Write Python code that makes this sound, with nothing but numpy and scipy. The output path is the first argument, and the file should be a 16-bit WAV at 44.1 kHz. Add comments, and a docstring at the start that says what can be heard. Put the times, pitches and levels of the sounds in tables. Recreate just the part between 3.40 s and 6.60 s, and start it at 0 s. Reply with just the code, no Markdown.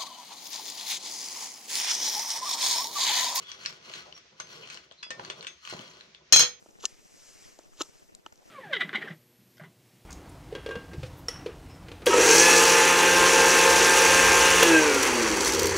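"""Metal hisses and grates over shells, small hard taps ring out, and thick gravy slops below.
A steel skimmer stirs crab in a steel pan, close to a phone in a small kitchen; at the end it drops and bounces.
The rubbing and slop are filtered noise, and the taps, thuds and bounces are short fading tones and noise.
Echoes and a quiet kitchen noise surround them, in stereo."""
import sys
import numpy as np
from scipy import signal
from scipy.fft import rfft, irfft
from scipy.io import wavfile
from scipy.ndimage import uniform_filter1d

SR = 44100
rng = np.random.default_rng(int(sys.argv[2]) if len(sys.argv) > 2 else 0)


def attenuation_scalar(level_db):
    """Turn a level in dB into a linear amplitude multiplier (20 dB per decade)."""
    decades = np.asarray(level_db, float) / 20
    return 10 ** decades


def master(y):
    """Save y as 16-bit WAV."""
    cut = np.clip(np.atleast_2d(y).T, -1, 1)
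    pcm = np.round(cut * 32767)  # scale
    wavfile.write(sys.argv[1], SR, pcm.astype(np.int16))


N = 141120  # length [samples]

# Tone of steel dragged over steel and shells: (frequency [Hz], gain [dB])
DRAG_TONE = [(400, -13), (800, -13.5), (1200, -3), (1800, -3.5), (3400, -1), (4600, -6), (6300, -6),
             (7400, -12.5), (8500, -17.5), (16000, -56)]
# Tones of the skimmer and pan ringing together: (frequency [Hz], strength [dB], time to fade by 60 dB [s])
STEEL_MODES = [(495, 12, .25), (1308, -8, .22), (1852, -11, .24), (2295, -14, .22), (2530, -9, .24),
               (3171, -8, .16), (3288, -3, .18), (3667, -12, .2), (4097, -8, .2), (4121, -4, .18),
               (4440, -8, .18), (5120, -6, .2), (5227, -5, .18), (5577, -1, .17), (6223, -7, .15),
               (6370, -2, .26), (6438, -2, .15), (6702, -6, .12), (6885, -1, .09), (7149, -6, .09),
               (8452, -22, .2), (9012, -19, .16), (10380, -15, .14), (11350, -16, .22), (12880, -18, .25),
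               (15170, -16, .2)]


def unit(x):
    """Scales a sound to an rms level of 1."""
    return x / np.sqrt(np.mean(x ** 2))


def colour(x, points):
    """Shapes the tone through (frequency [Hz], gain [dB]) points, without sounding ahead of time."""
    hz, db = np.array(points, float).T
    grid_hz = np.arange(1025) * SR / 2048 + 1
    log_gain = np.interp(np.log(grid_hz), np.log(hz), db) * np.log(10) / 20
    # folding the cepstrum makes the filter respond as early as it can (minimum phase)
    cepstrum = irfft(log_gain)
    cepstrum[1:1024] *= 2
    cepstrum[1025:] = 0
    response = irfft(np.exp(rfft(cepstrum)))
    return signal.fftconvolve(x, response)[:len(x)]


def band(x, hz, width):
    """Lets one resonance through, with gain 1 at its centre."""
    return signal.lfilter(*signal.iirpeak(hz, hz / width, fs=SR), x)


def high(x):
    """Keeps what lies above 500 Hz, where the two ports hear different sound."""
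    return signal.lfilter(*signal.butter(2, 500, "high", fs=SR), x)


def walk(rate):
    """Slides between random levels, `rate` of them each second."""
    hold = int(SR / rate)
    levels = rng.standard_normal(N // hold + 1)
    return uniform_filter1d(np.repeat(levels, hold), hold)[:N]


def add(out, start_s, x):
    """Mixes a short sound in at start_s."""
    i = int(start_s * SR)
    out[i:i + len(x)] += x[:N - i]


def fade(t, t60):
    """Dies away steadily, by 60 dB in t60 seconds."""
    return attenuation_scalar(-60 * t / t60)


def region(modes, hz, octaves):
    """Gives a level in dB for each mode: those near hz are struck hardest."""
    distance = np.log2(np.array(modes)[:, :1] / hz) / octaves
    return -6 * distance ** 2


def ring(modes, t, extra_db):
    """Starts all modes of an object at once, with random phases and slightly random levels."""
    hz, db, t60 = np.array(modes, float).T[:, :, None]
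    scatter, phase = rng.standard_normal((2,) + hz.shape)
    level = attenuation_scalar(db + extra_db + 2.5 * scatter)
    return (level * fade(t, t60) * np.sin(2 * np.pi * hz * t + phase)).sum(axis=0)


def stirring(t):
    """Rubbing makes hiss and grit, partly through the steel's resonances; gravy heaves as low, uneven noise."""
    # Strokes of the skimmer: (time [s], drag level [dB], slop level [dB])
    strokes = [(0, -53, -55), (.04, -54.5, -65), (.1, -51.5, -68.5), (.16, -55, -69), (.24, -51.5, -64),
               (.3, -49.5, -60), (0.399, -63, -65.5), (.45, -53, -59), (0.551, -44.5, -56.5),
               (.63, -56, -61.5), (0.701, -68.5, -65), (.78, -54, -63.5), (.84, -98, -69), (.98, -66, -69),
               (1.06, -60.5, -63.5), (1.116, -49.5, -60), (1.2, -57, -55.5), (1.329, -50.5, -60),
               (1.46, -70, -69.5), (1.6, -98, -73.5), (1.84, -50.5, -50.5), (1.97, -59, -61.5),
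               (2.03, -54, -56.5), (2.101, -62, -63), (2.2, -67.5, -78), (2.3, -42.5, -81),
               (2.35, -52, -53.5), (2.52, -55.5, -59), (2.66, -65.5, -67.5), (2.88, -103, -68)]
    # Tone of the moving gravy: (frequency [Hz], gain [dB])
    slop_tone = [(40, -31), (149, -0.5), (300, -3), (418, 1), (590, -4), (1500, -10.5), (1950, -40.5),
                 (3300, -120)]
    s, drag_db, slop_db = np.array(strokes).T
    grit_per_s, grit_spread_db, grit_db = 300, 3, 0.5

    grains = rng.random(N) < grit_per_s / SR
    grain_size = attenuation_scalar(grit_spread_db * rng.exponential(size=N).clip(0, 4))
    grit = grains * grain_size * rng.choice([-1, 1], N)
    hiss = rng.standard_normal(N) * attenuation_scalar(4 * walk(60))
    rub = hiss + attenuation_scalar(grit_db) * unit(grit)

    # each mode but the first three answers the rubbing, at its own wavering level
    steel = sum(attenuation_scalar(db) * band(rub, hz, 90) * attenuation_scalar(6 * walk(25)) for hz, db, _ in STEEL_MODES[3:])
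    drag = unit(unit(colour(rub, DRAG_TONE)) + attenuation_scalar(-7) * unit(steel))
    heaving = rng.standard_normal(N) * attenuation_scalar(2.87 * walk(44.76))
    slop = unit(colour(heaving, slop_tone))
    out = drag * attenuation_scalar(np.interp(t, s, drag_db)) + slop * attenuation_scalar(np.interp(t, s, slop_db))
    return out + squeaks(t)


def squeaks(t):
    """Wet steel sings briefly while rubbed: noise through a resonance, swelling and fading."""
    # Squeaks: (start [s], length [s], frequency [Hz], width [Hz], level [dB])
    songs = [(0.034, 0.12, 3370, 119, -47.5), (0.57, 0.11, 1290, 39.7, -67), (0.642, 0.07, 710, 297, -53.5),
             (0.734, 0.072, 5620, 250, -56), (1.146, 0.092, 439, 61.4, -57),
             (1.215, 0.048, 2650, 915, -44.5), (1.565, 0.083, 4030, 500, -60),
             (2.21, 0.095, 1245, 121, -61)]
    out = np.zeros(N)
    for s, length, hz, width, db in songs:
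        rise, fall = (t - s) / 0.027, (s + length - t) / 0.039
        shape = np.clip(np.minimum(rise, fall), 0, 1)
        song = band(band(rng.standard_normal(N), hz, width), hz, width)
        out += attenuation_scalar(db) * shape * unit(song)
    return out


def taps():
    """Shells tap steel: a click of a few cycles, a rattle after it, and some rings of blade and pan."""
    # Shell taps: (time [s], level [dB], click frequency [Hz], rattle against the click [dB])
    shell_taps = [(0.1166, -28.5, 6000, -19), (0.2509, -35, 2440, -6.5), (0.26, -19.5, 5480, -54),
                  (0.5376, -31, 4030, -19), (0.5543, -40, 4270, -4.5), (0.7252, -38.5, 3020, -33),
                  (1.0002, -32.5, 6270, -5), (1.273, -42, 3160, -22), (1.3001, -35, 2560, -8),
                  (1.344, -35, 5370, -20), (1.373, -35, 2970, -24), (1.512, -42, 3270, -33),
                  (1.5224, -46, 3340, -38), (1.6305, -29, 2630, -16), (1.705, -34, 1920, -2.5),
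                  (1.7958, -33, 890, -24), (1.849, -32.5, 4500, -31), (1.9003, -26.5, 3520, -11),
                  (2.0086, -37.5, 4160, -31), (2.0267, -39.5, 3600, -7.5), (2.047, -35, 2820, -34),
                  (2.0684, -30, 3620, -7.5), (2.2513, -37.5, 3080, -12), (2.2744, -34, 2530, -31),
                  (2.2982, -32.5, 5350, -34), (2.392, -38, 3040, -19), (2.609, -39.5, 4070, -20),
                  (2.7478, -40.5, 3420, -29)]
    # Taps that leave steel ringing: (time [s], blade level [dB], pan level [dB], loudest region [Hz])
    steel_rings = [(0.2597, -48, -61, 3300), (.9991, -43, -71, 7000), (1.628, -37, -73, 4130),
                   (1.706, -66, -40.5, 1780), (2.0682, -45, -75, 7000)]
    # Tones of the skimmer's blade: (frequency [Hz], strength [dB], time to fade by 60 dB [s])
    blade_modes = [(3390, 2, .24), (4900, 0, .24), (6300, -8, .2)]
    # Tones of the pan: (frequency [Hz], strength [dB], time to fade by 60 dB [s])
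    pan_modes = [(495, -1, .16), (1809, 0, .2), (2299, -5, .14), (2530, -9, .18), (5276, -8, .1)]
    out, t = np.zeros(N), np.arange(9000) / SR
    for s, db, hz, rattle_db in shell_taps:
        noise = rng.standard_normal((2, len(t)))
        snap = band(colour(noise[0] * fade(t, 0.0018), DRAG_TONE), hz, 2.17 * hz)
        tone = np.sin(2 * np.pi * hz * t) * np.clip(t / 0.00041, 0, 1) * fade(t, 0.0077 + 12 / hz)
        click = tone + 1.61 * snap / np.abs(snap).max()
        rattle = attenuation_scalar(rattle_db) * unit(colour(noise[1], DRAG_TONE)) * fade(t, 0.065)
        add(out, s, attenuation_scalar(db) * (click + rattle))
    for s, blade_db, pan_db, hz in steel_rings:
        blade = ring(blade_modes, t, blade_db + region(blade_modes, hz, 0.3))
        pan = ring(pan_modes, t, pan_db + region(pan_modes, hz, 2.1))
        add(out, s, blade + pan)
    return out


def thuds():
    """Thuds and one higher knock in the pan: a short pulse that sags in pitch, with a wet rumble."""
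    # Thuds and the knock: (time [s], level [dB], starting frequency [Hz])
    pulses = [(0.501, -46, 420), (0.9995, -34, 1270), (1.514, -46, 544), (1.665, -51, 690),
              (1.705, -39.5, 570), (1.794, -37.5, 464), (1.9, -36, 450), (2.326, -32, 422),
              (2.335, -37, 503), (2.344, -37, 184), (2.395, -40.5, 250)]
    out, t = np.zeros(N), np.arange(7000) / SR
    for s, db, hz in pulses:
        pulse = np.sin(2 * np.pi * hz * t * (1 - 8 * t)) * fade(t, 9 / hz)
        rumble = band(band(rng.standard_normal(len(t)), hz, hz * 2.5), hz, hz * 2.5)
        wet = attenuation_scalar(-6) * unit(rumble) * fade(t, 0.057)
        add(out, s, attenuation_scalar(db) * (pulse + wet))
    return out


def drop():
    """Each bounce cracks, rattles and rings skimmer and pan; touching the pan again damps the ring."""
    # Bounces: (time [s], ring level [dB], crack level [dB], loudest region [Hz],
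    #           free ringing until damped [s], left over right [dB])
    hits = [(2.9243, -14, -15.5, 6430, 0.011, 5), (2.9326, -14.5, -29, 3350, 0.0206, 3),
            (2.9603, -17, -11.5, 5070, 0.031, 1.5), (2.9935, -22, -12.5, 6100, 0.022, -5),
            (3.0056, -19.5, -18, 3730, 0.016, 2), (3.024, -25.5, -24, 2830, .2, -3.5)]
    # Tone of the crack: (frequency [Hz], gain [dB])
    crack_tone = [(60, -21), (200, -10), (1110, -4.5), (2140, -4), (3500, 0), (4400, -2), (6740, -6.5),
                  (7750, -1.5), (11800, -12.5), (16000, -36)]
    out, t = np.zeros((2, N)), np.arange(13000) / SR
    for s, ring_db, crack_db, hz, free, left_db in hits:
        region_db = region(STEEL_MODES, hz, 1.2)
        damp = attenuation_scalar(-15 * np.clip((t - free) / 0.0045, 0, 1))
        noise = rng.standard_normal((2, len(t)))
        uneven = noise[1] * attenuation_scalar(6 * walk(200)[:len(t)])
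        clatter = colour(colour(uneven, crack_tone), [(7000, -2), (8000, -21)])
        crack = unit(colour(noise[0], crack_tone)) * np.clip(t / 0.0019, 0, 1) * fade(t, 0.016)
        crack = crack + attenuation_scalar(-12.5) * unit(clatter) * fade(t, 0.18)
        for port, side in zip(out, (1, -1)):
            # each port hears the modes in its own mix
            ringing = attenuation_scalar(ring_db) * damp * ring(STEEL_MODES, t, region_db)
            add(port, s, attenuation_scalar(side * left_db / 2) * (attenuation_scalar(crack_db) * crack + ringing))
    return out


def at_port(stirred, tapped, side):
    """The left port (side 1) is nearer: its treble is louder and its sound earlier; bass is shared."""
    right_late, taps_later = 8, 8  # delays at the right port [samples]
    near = stirred + np.roll(tapped, taps_later * (side < 0))
    louder_treble = near + (attenuation_scalar(side * 3 / 2) - 1) * high(near)
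    return np.roll(louder_treble, right_late * (side < 0))


def walls(echo, side, tail):
    """Echoes as fading noise: a very short early burst and a duller room tail; the ports share the bass."""
    both = echo[0] + side * high(echo[1])
    early = both[0] * fade(tail, 0.009)
    room = both[1] * fade(tail, 0.19)
    room = signal.lfilter(*signal.butter(1, 7000, fs=SR), room)
    return attenuation_scalar(-4) * early / np.linalg.norm(early) + attenuation_scalar(-6.5) * room / np.linalg.norm(room)


def kitchen(hum, side):
    """Quiet background noise at -61 dB; the ports differ mostly in the treble."""
    # Tone of the kitchen: (frequency [Hz], gain [dB])
    kitchen_tone = [(25, -39), (64, 6), (150, -13), (263, -9.5), (600, -22), (911, -15.5), (2000, -3),
                    (6300, -7.5), (7600, -24), (16000, -71)]
    apart = 0.29 * hum[1] + high(hum[1])
    return attenuation_scalar(-61) * unit(colour(hum[0] + 0.69 * side * apart, kitchen_tone))


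def scene():
    """Places stirring, taps, thuds and drop at two ports, with echoes and kitchen noise."""
    t, tail = np.arange(N) / SR, np.arange(16000) / SR
    stirred, tapped = stirring(t) + thuds(), taps()
    # the pan is wide, so part of its sound differs at the ports
    spread = attenuation_scalar(-19) * high(stirring(t))
    hum = rng.standard_normal((2, N)) * attenuation_scalar(2.5 * walk(14))
    # first index: shared or different at the ports; second: early or room
    echo = rng.standard_normal((2, 2, len(tail))) * np.clip(tail / 0.00071, 0, 1)
    out = []
    for side, dropped in zip((1, -1), drop()):
        direct = at_port(stirred, tapped, side) + dropped
        echoes = signal.fftconvolve(direct, walls(echo, side, tail))[:N]
        out.append(direct + echoes + side * spread + kitchen(hum, side))
    return np.array(out)


def low_pass(x):
    """Removes everything above the highest recorded frequency."""
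    return signal.sosfilt(signal.butter(12, 16310, fs=SR, output="sos"), x)


def record(dry):
    """The phone cuts the bass below 69 Hz and rounds the peaks."""
    thin = signal.lfilter(*signal.butter(2, 69, "high", fs=SR), dry)
    rounded = 0.9 * np.tanh(thin / 0.89)
    return low_pass(rounded)


dry = scene()
out = record(dry)
master(out)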